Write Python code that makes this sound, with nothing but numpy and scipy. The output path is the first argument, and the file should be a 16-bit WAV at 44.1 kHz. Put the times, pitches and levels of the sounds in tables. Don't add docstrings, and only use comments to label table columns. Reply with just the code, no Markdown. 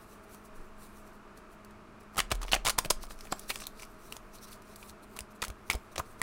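import sys
import numpy as np
from scipy import signal
from scipy.fft import rfft, irfft
from scipy.io import wavfile
from scipy.ndimage import uniform_filter1d

SR = 44100
rng = np.random.default_rng(int(sys.argv[2]) if len(sys.argv) > 2 else 0)


def voltage_ratio(level):
    return 10 ** (np.asarray(level, float) / 20)


def materialize(psi):
    bounded = np.clip(np.atleast_2d(psi).T, -1, 1)
    quanta = np.round(bounded * 32767).astype(np.int16)
    wavfile.write(sys.argv[1], SR, quanta)


N = 274331

RIFFLE_SLAPS = [(2.1687, -36, 3, 880, -4.5), (2.1812, -25.5, 3, 1230, -6.5), (2.1865, -29.5, -1, 970, -5),
                (2.1992, -28, 3, 2870, -10), (2.3075, -34, -11, 780, -16), (2.3157, -25, 0, 1050, -6),
                (2.3204, -26, -6.5, 750, -8), (2.4161, -40, -3, 1130, -6), (2.4296, -36.5, -3, 1110, -8.5),
                (2.5212, -24.5, -2, 3160, -6), (2.5408, -20.5, -7, 3180, -14),
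                (2.5613, -29, -16.5, 2580, -5.5), (2.651, -26.5, 0, 845, -11),
                (2.6663, -20, -7.5, 1240, -17), (2.678, -28.5, 2, 1090, -3.5),
                (2.6857, -28.5, -2.5, 1190, -1), (2.6993, -24, -3.5, 1190, -14), (2.703, -28, 1, 980, -11),
                (2.7805, -38.5, -3, 960, -5), (2.7862, -17, 1, 1030, -9.5), (2.7948, -45, 4, 1150, -5),
                (2.9041, -19.5, -0.5, 5070, -3.5), (2.907, -21, 5.5, 1136, -5)]
EDGE_TICKS = [(0.3463, -46, 9, 1340, -20), (1.6478, -48, 4, 750, -13), (1.7087, -55.5, 0, 1100, -3),
              (2.2031, -20, -10, 2870, -10), (2.3531, -39, 1, 605, -11), (2.4822, -39, -11, 2910, -4),
              (2.4912, -42, -12, 2970, -6), (2.5174, -30, -5, 4400, -2), (2.5334, -19, -10.5, 2910, 2.5),
              (2.5494, -23, -2, 800, -10), (2.6605, -22, -6.5, 2160, -13), (2.6961, -19.5, 1.5, 4300, -8),
              (2.8489, -28, -12, 2080, -12), (2.8583, -35, -5, 647, -7), (3.0327, -44, 3, 7000, -11),
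              (3.1899, -49, 0, 6000, -9), (3.2089, -42.5, -1, 5150, -3.5), (3.3241, -29.5, -3, 7360, -4),
              (3.3946, -34, 8.5, 4130, -31), (3.5578, -29.5, -3, 2870, -13), (3.5781, -50, 4, 8000, 1),
              (3.6025, -39, -1, 2980, -10), (3.7993, -49, -1, 8000, -4), (4.1243, -36, 0, 2700, -3.5)]
EDGE_FLICKS = [(4.1669, -39.5, -1, 1000, -12), (4.7599, -40.5, 7, 4360, -11),
               (4.8961, -44.5, 2, 4250, -8.5), (2.1915, -26, 18, 1930, -3),
               (5.1901, -30.5, 5, 2720, -7), (5.2068, -38, 3, 5000, -10), (5.4199, -28, -1, 4500, -13),
               (5.4275, -43.5, 0, 960, 5), (5.4379, -32.5, -2, 1110, -10), (5.4411, -38, 2, 1310, -1.5),
               (5.4492, -31, -2, 4500, -27), (5.4703, -46, -13, 2930, -4), (5.4819, -35, 6, 690, -18),
               (5.5015, -38.5, -4, 654, -6.5), (5.7311, -37, -2, 5300, -0.5),
               (5.7353, -33.5, 6, 880, -9), (5.7428, -38, -1, 930, -5), (5.9583, -36, -1.5, 1320, -16),
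               (5.9617, -33, -8, 810, -10), (5.9806, -27, -7, 680, -12.5), (5.9857, -39, 18, 675, -8),
               (5.9947, -31.5, 10, 1230, -13), (3.6692, -28.5, 9, 3850, -10),
               (6.2168, -25, 1, 1910, -2)]
HAND_TOUCHES = [(1.374, -52, 2, 1080, -20), (3.107, -41.5, -11, 760, -11.5), (3.2515, -49, -9, 796, -8),
                (3.3255, -32.5, -15, 684, -4), (3.4913, -50, 4, 4000, -10), (3.5042, -31.5, -5, 2330, -3.5),
                (3.6187, -40, -12, 2520, -13), (3.6379, -45, -4, 3860, -2), (3.8235, -47, 2, 2460, -1),
                (4.5285, -47, 9, 3620, -7), (4.6197, -53.5, 1, 1010, -11), (4.8288, -50.5, -5, 2570, 2.5),
                (5.164, -43.5, 0, 940, -6.5), (5.4237, -33.5, -5, 2470, -1.5),
                (5.6998, -27.5, -1, 2160, -10.5), (5.7086, -28, -7, 2300, -12),
                (5.7139, -33.5, 15, 2440, -4), (5.7216, -41, 2, 2550, -5), (5.7505, -38.5, 2, 550, -1),
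                (5.9912, -47, -22, 503, 9.5), (5.9995, -48.5, 2, 1083, 16)]
CLUSTER_CARDS = [(2.147, -50, -3, 1100, -3), (2.1585, -43.5, -6, 900, -4), (2.1788, -28, 11, 3180, -8),
                 (2.1925, -23, -8, 2980, -4.5), (2.3045, -42, 2, 6000, -10),
                 (2.3165, -27.5, -15.5, 2760, 1.5), (2.433, -41, 8, 1160, -5), (2.44, -43, -8, 3000, -4),
                 (2.4505, -48, -10, 900, 3), (2.5305, -29, 4, 4700, -6), (2.5375, -26, -10, 920, -10),
                 (2.649, -33, 2, 2500, -16), (2.6752, -25, 0, 2250, -7), (2.684, -31.5, 2, 1090, -6),
                 (2.783, -28, 6, 2000, -12), (2.9022, -25.5, 9, 6550, -5), (3.3262, -34.5, -17, 1240, 1.5),
                 (3.4955, -38, -4, 2270, -5), (3.5005, -34.5, -9, 1950, -5), (3.503, -28.5, -3, 4140, -6.5),
                 (3.5095, -39, -6, 2900, 1), (3.5135, -42, -4, 2500, 1), (3.52, -54, -6, 2500, 9),
                 (5.1715, -44, -5, 1300, -8), (5.4257, -33, -3, 1900, -1), (5.4283, -39, -2, 1310, -2.5),
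                 (5.452, -39, 8, 8000, -7), (5.7008, -25.5, -3.5, 2320, 0.5), (5.978, -48, 8, 3000, -12),
                 (5.9965, -36, -12, 1470, -12)]
LOOSE_CARDS = [(3.038, -40, -14, 1200, -8), (3.054, -53, 8, 10000, -2), (3.068, -53, 1, 4000, -6),
               (3.2525, -55, 6, 9600, 2), (3.272, -54, -4, 2520, 3), (3.568, -52, 6, 7800, 2),
               (3.5745, -52, 4, 8000, 5), (3.5885, -51, 6, 8200, 4), (3.606, -45, 6, 8500, -3),
               (3.6155, -52, 6, 8000, 2), (3.6215, -53, 6, 8100, 1), (3.628, -51, 6, 8200, 5),
               (3.655, -53, 2, 4200, 3), (3.774, -59, 0, 4300, 0), (3.7925, -56, 0, 4500, -3),
               (3.7965, -50.5, -3, 2340, 2), (3.804, -51, -4, 4800, -2), (3.8225, -50, 5, 8300, 3),
               (3.8325, -44, -2, 2480, 1.5), (3.8515, -48.5, 2, 10000, -7), (4.904, -51, 1, 4200, -6),
               (4.1238, -47, 19, 14500, 5), (4.913, -60, 12, 14000, -2), (5.4375, -45, 0, 2300, -4)]
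SLAP_MS, TICK_MS, FLICK_MS, TOUCH_MS = 2.8, 1, 0.76, 3.1
CLUSTER_MS, LOOSE_MS = 1.3, 0.96
# (time [s], peak [dB], brightness [dB], first swing [sign])
CORNER_SPIKES = [(2.1921, -14, 4, 1), (2.2031, -8.5, -2, -1), (2.3167, -18, 5, 1), (2.3492, -29, 3, -1),
                 (2.4645, -33, 10, 1), (2.5427, -28, -7, -1), (2.5494, -23, 5, 1), (2.6666, -13, 1, 1),
                 (2.6782, -12, 2, 1), (2.6858, -10, 1, 1), (2.7031, -13, 2, -1), (2.7862, -12, 10, 1),
                 (2.9047, -16, 2, 1), (2.9070, -3.5, -2, 1), (4.1244, -35, -2, 1), (4.1672, -27, -4, 1),
                 (5.2068, -22, 4, -1), (5.4211, -27, 3, 1), (5.4243, -32, 0, 1), (5.4411, -24, -4, -1),
                 (5.9806, -18.5, -9, -1), (5.9857, -27, 5, 1), (5.9947, -25, 8, -1), (3.0328, -27, 3, 1),
                 (3.107, -34, -1, 1), (6.2167, -16, 8, -1), (5.4247, -20, -7, -1)]
# (frequency [Hz], level [dB])
CRACK_SPECTRUM = [(60, -76), (350, -16.5), (800, -6), (3000, 2), (6000, -0.5), (10000, -0.5), (13000, -7.5),
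                  (16000, -8)]

# (middle [s], level [dB], length [ms], brightness [dB])
FACE_STROKES = [(2.43, -52, 22, -2), (2.491, -52.5, 38, -4), (2.853, -46, 15, 10), (3.034, -47.5, 28.5, 0),
                (3.117, -50, 33, 4), (3.23, -59, 89, 1), (3.263, -59, 40, 8), (3.321, -43, 12, -4),
                (3.406, -57.5, 270, 1), (3.503, -36.5, 20.5, 4.5), (3.548, -48.5, 31, 5),
                (3.613, -49, 39, -5), (3.799, -57.5, 74, 3), (3.83, -52, 28, -2), (4.058, -58, 100, 4.5),
                (4.164, -54, 21, 7), (4.353, -51, 29, 3), (4.385, -59, 18, -4), (4.438, -49.5, 31, 3.5),
                (4.487, -54.5, 26, 2), (4.528, -49, 31, 3.5), (4.708, -60, 99, 3), (4.893, -52.5, 21, 6),
                (5.169, -51, 11, 12), (5.444, -47.5, 27, 1), (5.49, -68, 56, 4), (5.926, -57.5, 17, 3),
                (5.987, -45, 12, -13)]
# (middle [s], level [dB], length [ms])
FINGER_BRUSHES = [(0.025, -61.5, 45), (0.119, -61, 90), (0.337, -57.5, 64), (0.457, -58.5, 29),
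                  (0.564, -62, 27), (0.634, -68.5, 110), (0.836, -55.5, 62), (0.974, -60.5, 73),
                  (1.075, -63, 42), (1.15, -68, 40), (0.243, -64.5, 26), (1.382, -63, 26), (1.529, -64, 35),
                  (2.009, -64, 14), (2.034, -66, 9.2), (2.14, -63, 14), (4.26, -72, 170), (3.674, -65, 65),
                  (3.916, -66, 71), (4.128, -55.5, 45), (4.764, -51, 6.9), (4.81, -57, 46),
                  (4.855, -57.5, 51), (5.036, -57.5, 17), (5.315, -61, 19), (5.359, -63, 22),
                  (5.82, -69.5, 420), (6.115, -62.5, 60), (6.065, -64, 34), (6.198, -60.5, 22),
                  (5.681, -59, 34), (5.14, -64.5, 96)]
BRUSH_BRIGHT_DB = 7
# (frequency [Hz], level [dB])
BENDING_SPECTRUM = [(900, -24), (2300, -9), (3200, -12), (4100, -2), (5000, -6), (6000, -2), (8000, -20)]
# (frequency [Hz], level [dB])
SKIN_SPECTRUM = [(4500, -63), (6200, -21.5), (7200, -9.5), (8500, -7), (10000, -7), (11500, -10.5),
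                 (13500, -9.5), (16000, -13)]

# (time [s], peak [dB],
# frequency [Hz], first swing [sign])
AIR_PUFFS = [(2.176, -28.5, 56, 1), (2.3172, -25.5, 52.5, -1), (2.531, -40, 49.3, 1), (2.652, -34, 110, -1),
             (2.672, -29, 118, 1), (2.782, -44, 60, 1), (2.846, -36, 139, -1), (2.854, -27, 133, 1),
             (2.899, -48, 110, 1), (3.318, -64, 100, -1), (2.906, -17.5, 570, 1), (2.32, -24.5, 100, -1),
             (3.3226, -18, 437, -1), (4.898, -41.5, 61, -1), (5.204, -35, 56, -1), (5.479, -31, 54.6, -1),
             (5.495, -28, 61, 1), (5.695, -39, 69.6, 1), (5.746, -21, 54, 1), (5.971, -37, 80, -1),
             (5.992, -28.5, 74.4, 1), (6.2165, -25, 90, -1)]

# (time [s], quick sway [dB], slow sway [dB])
TABLE_BUMPS = [(0.5, -72, -40), (2.17, -33, -50), (2.32, -24, -45), (2.37, -32, -44), (2.5, -28.5, -38),
               (2.74, -41, -39), (2.86, -47, -33), (2.95, -35, -46), (3.4, -72, -44.5), (4.2, -45, -52),
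               (5.9, -75, -46)]
QUICK_HZ, QUICK_RISE_S, QUICK_FADE_S = 38, 0.025, 0.11
SLOW_HZ, SLOW_RISE_S, SLOW_FADE_S = 17.5, 0.037, 0.32
REST_DB = -63

# (frequency [Hz], density [dB per Hz])
FAN_AIR = [(18, -7), (30, -0.5), (156, -8), (214, -2.5), (293, -6.5), (423, -2.5), (535, -14.5),
           (626, -7.5), (772, -14), (1240, -8), (1980, -19), (2510, -18), (3180, -26.5), (9800, -35.5),
           (15700, -44)]
FAN_AIR_DB = -52.5
# (frequency [Hz], width [Hz], level [dB])
FAN_DUCT = [(350, 35, -70), (652.5, 20, -69.5), (1193, 360, -61)]
# (shaft order, level [dB])
SHAFT_ORDERS = [(2, -65), (3, -71), (4, -58), (6, -91), (8, -80), (12, -65.5)]
SHAFT_HZ = 52.26

# (frequency [Hz], t60 [s])
ROOM_T60 = [(200, 0.31), (1000, 0.23), (4000, 0.2), (14000, 0.14)]
# (frequency [Hz], level [dB])
PHONE_LIMIT = [(15800, 0), (15950, -30), (16700, -36), (16950, -60)]


def evened(x):
    return x / np.sqrt(np.mean(x ** 2) + 1e-20)


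def read(points, hz):
    f, value = np.transpose(points)
    return np.interp(np.log(hz + 1), np.log(f + 1), value)


def add(mix, s, sound):
    part = mix[max(round(s * SR), 0):][:len(sound)]
    part += sound[:len(part)]


def coloured(x, points, tilt_db=0):
    hz = np.fft.rfftfreq(len(x), 1 / SR)
    gain_db = read(points, hz) + tilt_db * np.log2((hz + 50) / 7000)
    return evened(irfft(rfft(x) * voltage_ratio(gain_db), len(x)))


def resonate(x, hz, width_hz):
    r = np.exp(-np.pi * width_hz / SR)
    return signal.lfilter([1 - r], [1, -2 * r * np.cos(2 * np.pi * hz / SR), r * r], x)


def drift(hz):
    lowpass = signal.butter(2, hz, fs=SR, output="sos")
    return evened(signal.sosfilt(lowpass, rng.standard_normal(N)))


def snaps(rows, tear_ms):
    out, t = np.zeros(N), np.arange(2048) / SR
    noise = rng.standard_normal((len(rows), 3, 2048))
    tear_s = max(tear_ms, .1) / 1000
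    rise = 1 - np.exp(-(t / (.45 * tear_s + .0002)) ** 2)
    fall = np.exp(-t / (.9 * tear_s + .0004)) + 0.13 * np.exp(-t / 0.0072)
    shape = np.roll(rise * fall, 64)
    for (s, db, bright_db, hz, ring_db), (hiss, grit, knock) in zip(rows, noise):
        gritty = hiss * voltage_ratio(5.6 * np.clip(grit, -2, 1.5)) * shape
        crack = coloured(gritty, CRACK_SPECTRUM, 0.64 * bright_db) * np.sqrt(np.mean(shape ** 2))
        push = knock * shape ** 1.06
        push[70] += 6.0
        packet = evened(resonate(push, hz, 0.085 * hz + 110))
        whole_deck = evened(resonate(push, 1200, 340))
        ring = packet + 0.31 * min(3000 / hz, 1) ** 2 * whole_deck
        ring *= 1.574 / (abs(ring).max() + 1e-12)
        add(out, s - .0021, voltage_ratio(db + 4.5) * (crack + voltage_ratio(ring_db + 2.5) * ring))
    return out


def spikes():
    out, pulse = np.zeros(N), np.zeros(512)
    pulse[256], pulse[259] = 1, -.6
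    for s, db, bright_db, sign in CORNER_SPIKES:
        click = coloured(pulse, CRACK_SPECTRUM, 0.6 * bright_db) * np.hanning(512)
        add(out, s - 256 / SR, np.sign(sign) * voltage_ratio(db) * click / abs(click).max())
    return out


def patchy(x, depth_db):
    z = signal.stft(x, nperseg=256)[2]
    patches = rng.standard_normal(z.shape[::-1]).T
    patches = uniform_filter1d(patches, size=5, axis=0)
    patches = uniform_filter1d(patches, size=14, axis=1)
    return evened(signal.istft(z * voltage_ratio(depth_db * evened(patches)), nperseg=256)[1][:N])


def rub():
    t = np.arange(N) / SR
    dull_power, bright_power = np.zeros(N), np.zeros(N)
    brushes = [(*row, BRUSH_BRIGHT_DB) for row in FINGER_BRUSHES]
    for s, db, ms, bright_db in FACE_STROKES + brushes:
        late = (t - s) / (max(ms, 2) / 1000)
        before = 1 / (1 + 1.65 * late ** 2) ** 2
        after = 1 / (1 + 4.1 * late ** 2)
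        swell = voltage_ratio(db) * np.where(late < 0, before, after)
        dull_power += (swell * voltage_ratio(-bright_db / 2)) ** 2
        bright_power += (swell * voltage_ratio(bright_db / 2)) ** 2
    clumps_db = 1.5 * rng.standard_normal(N) + 1.2 * drift(90)
    catches = rng.standard_normal((2, N)) * voltage_ratio(clumps_db)
    catches += 4 * rng.standard_normal(N) * (rng.random(N) < 700 / SR)
    dull = patchy(coloured(catches[0], BENDING_SPECTRUM), 2.8)
    bright = patchy(coloured(catches[1], SKIN_SPECTRUM), 2.0)
    return voltage_ratio(-3.0) * np.sqrt(dull_power) * dull + voltage_ratio(-5.5) * np.sqrt(bright_power) * bright


def puffs():
    out, t = np.zeros(N), np.arange(4000) / SR
    for s, db, hz, sign in AIR_PUFFS:
        turns = hz * t
        swing = np.sin(2 * np.pi * turns) * turns * 2.08 * np.exp(-2.4 * turns)
        add(out, s, np.sign(sign) * voltage_ratio(db + 3.0) * swing)
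    return out


def rocking(db, rise_s, fade_s):
    late_s = np.maximum(np.arange(N) / SR - np.array(TABLE_BUMPS)[:, :1], 0)
    swing = voltage_ratio(db)[:, None] * (1 - np.exp(-late_s / rise_s)) / (1 + late_s / fade_s) ** 2
    return np.sqrt((swing ** 2).sum(0) + voltage_ratio(REST_DB) ** 2)


def sway():
    quick_db, slow_db = np.transpose(TABLE_BUMPS)[1:]
    quick = np.sin(2 * np.pi * np.cumsum(QUICK_HZ * (1 + 0.0454 * drift(5.1))) / SR)
    slow = np.sin(2 * np.pi * np.cumsum(SLOW_HZ * (1 + 0.0614 * drift(1.39))) / SR)
    quick *= rocking(quick_db, QUICK_RISE_S, QUICK_FADE_S)
    slow *= rocking(slow_db, SLOW_RISE_S, SLOW_FADE_S) * voltage_ratio(2.6 * drift(8.6))
    return quick + slow


def fan():
    swell_db = .4 * drift(5)
    air = voltage_ratio(FAN_AIR_DB - 3.0 + swell_db) * coloured(rng.standard_normal(N), FAN_AIR)
    duct = np.zeros(N)
    for hz, width_hz, db in FAN_DUCT:
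        duct += voltage_ratio(db) * evened(resonate(rng.standard_normal(N), hz, width_hz))
    turns = np.cumsum(SHAFT_HZ * (1 + 0.0027 * drift(0.87))) / SR
    hum = np.zeros(N)
    for order, db in SHAFT_ORDERS:
        level = voltage_ratio(db - 1.5 + 1.8 * drift(6.4))
        hum += level * np.sin(2 * np.pi * (order * turns + rng.random()))
    return air + duct + hum


def room(x):
    hz, t, z = signal.stft(rng.standard_normal(SR // 2), SR, nperseg=128)
    decay = voltage_ratio(-60 * t / read(ROOM_T60, hz)[:, None])
    tail = signal.istft(z * decay, SR, nperseg=128)[1]
    tail = np.r_[np.zeros(130), tail]
    return signal.fftconvolve(x, tail / np.linalg.norm(tail))[:N]


def scene():
    cards = snaps(RIFFLE_SLAPS, SLAP_MS) + snaps(EDGE_TICKS, TICK_MS)
    cards += snaps(EDGE_FLICKS, FLICK_MS) + snaps(HAND_TOUCHES, TOUCH_MS)
    cards += snaps(CLUSTER_CARDS, CLUSTER_MS) + snaps(LOOSE_CARDS, LOOSE_MS)
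    cards += spikes()
    background = rub() + puffs() + sway() + fan()
    return (cards + voltage_ratio(-17.0) * room(cards) + background)[None]


def roll_off(x):
    return signal.sosfilt(signal.butter(12, 16990, fs=SR, output="sos"), x)


def record(dry):
    limit = voltage_ratio(read(PHONE_LIMIT, np.fft.rfftfreq(N, 1 / SR)))
    mix = irfft(rfft(dry) * limit, N)
    return roll_off(mix)


dry = scene()
out = record(dry)
materialize(out)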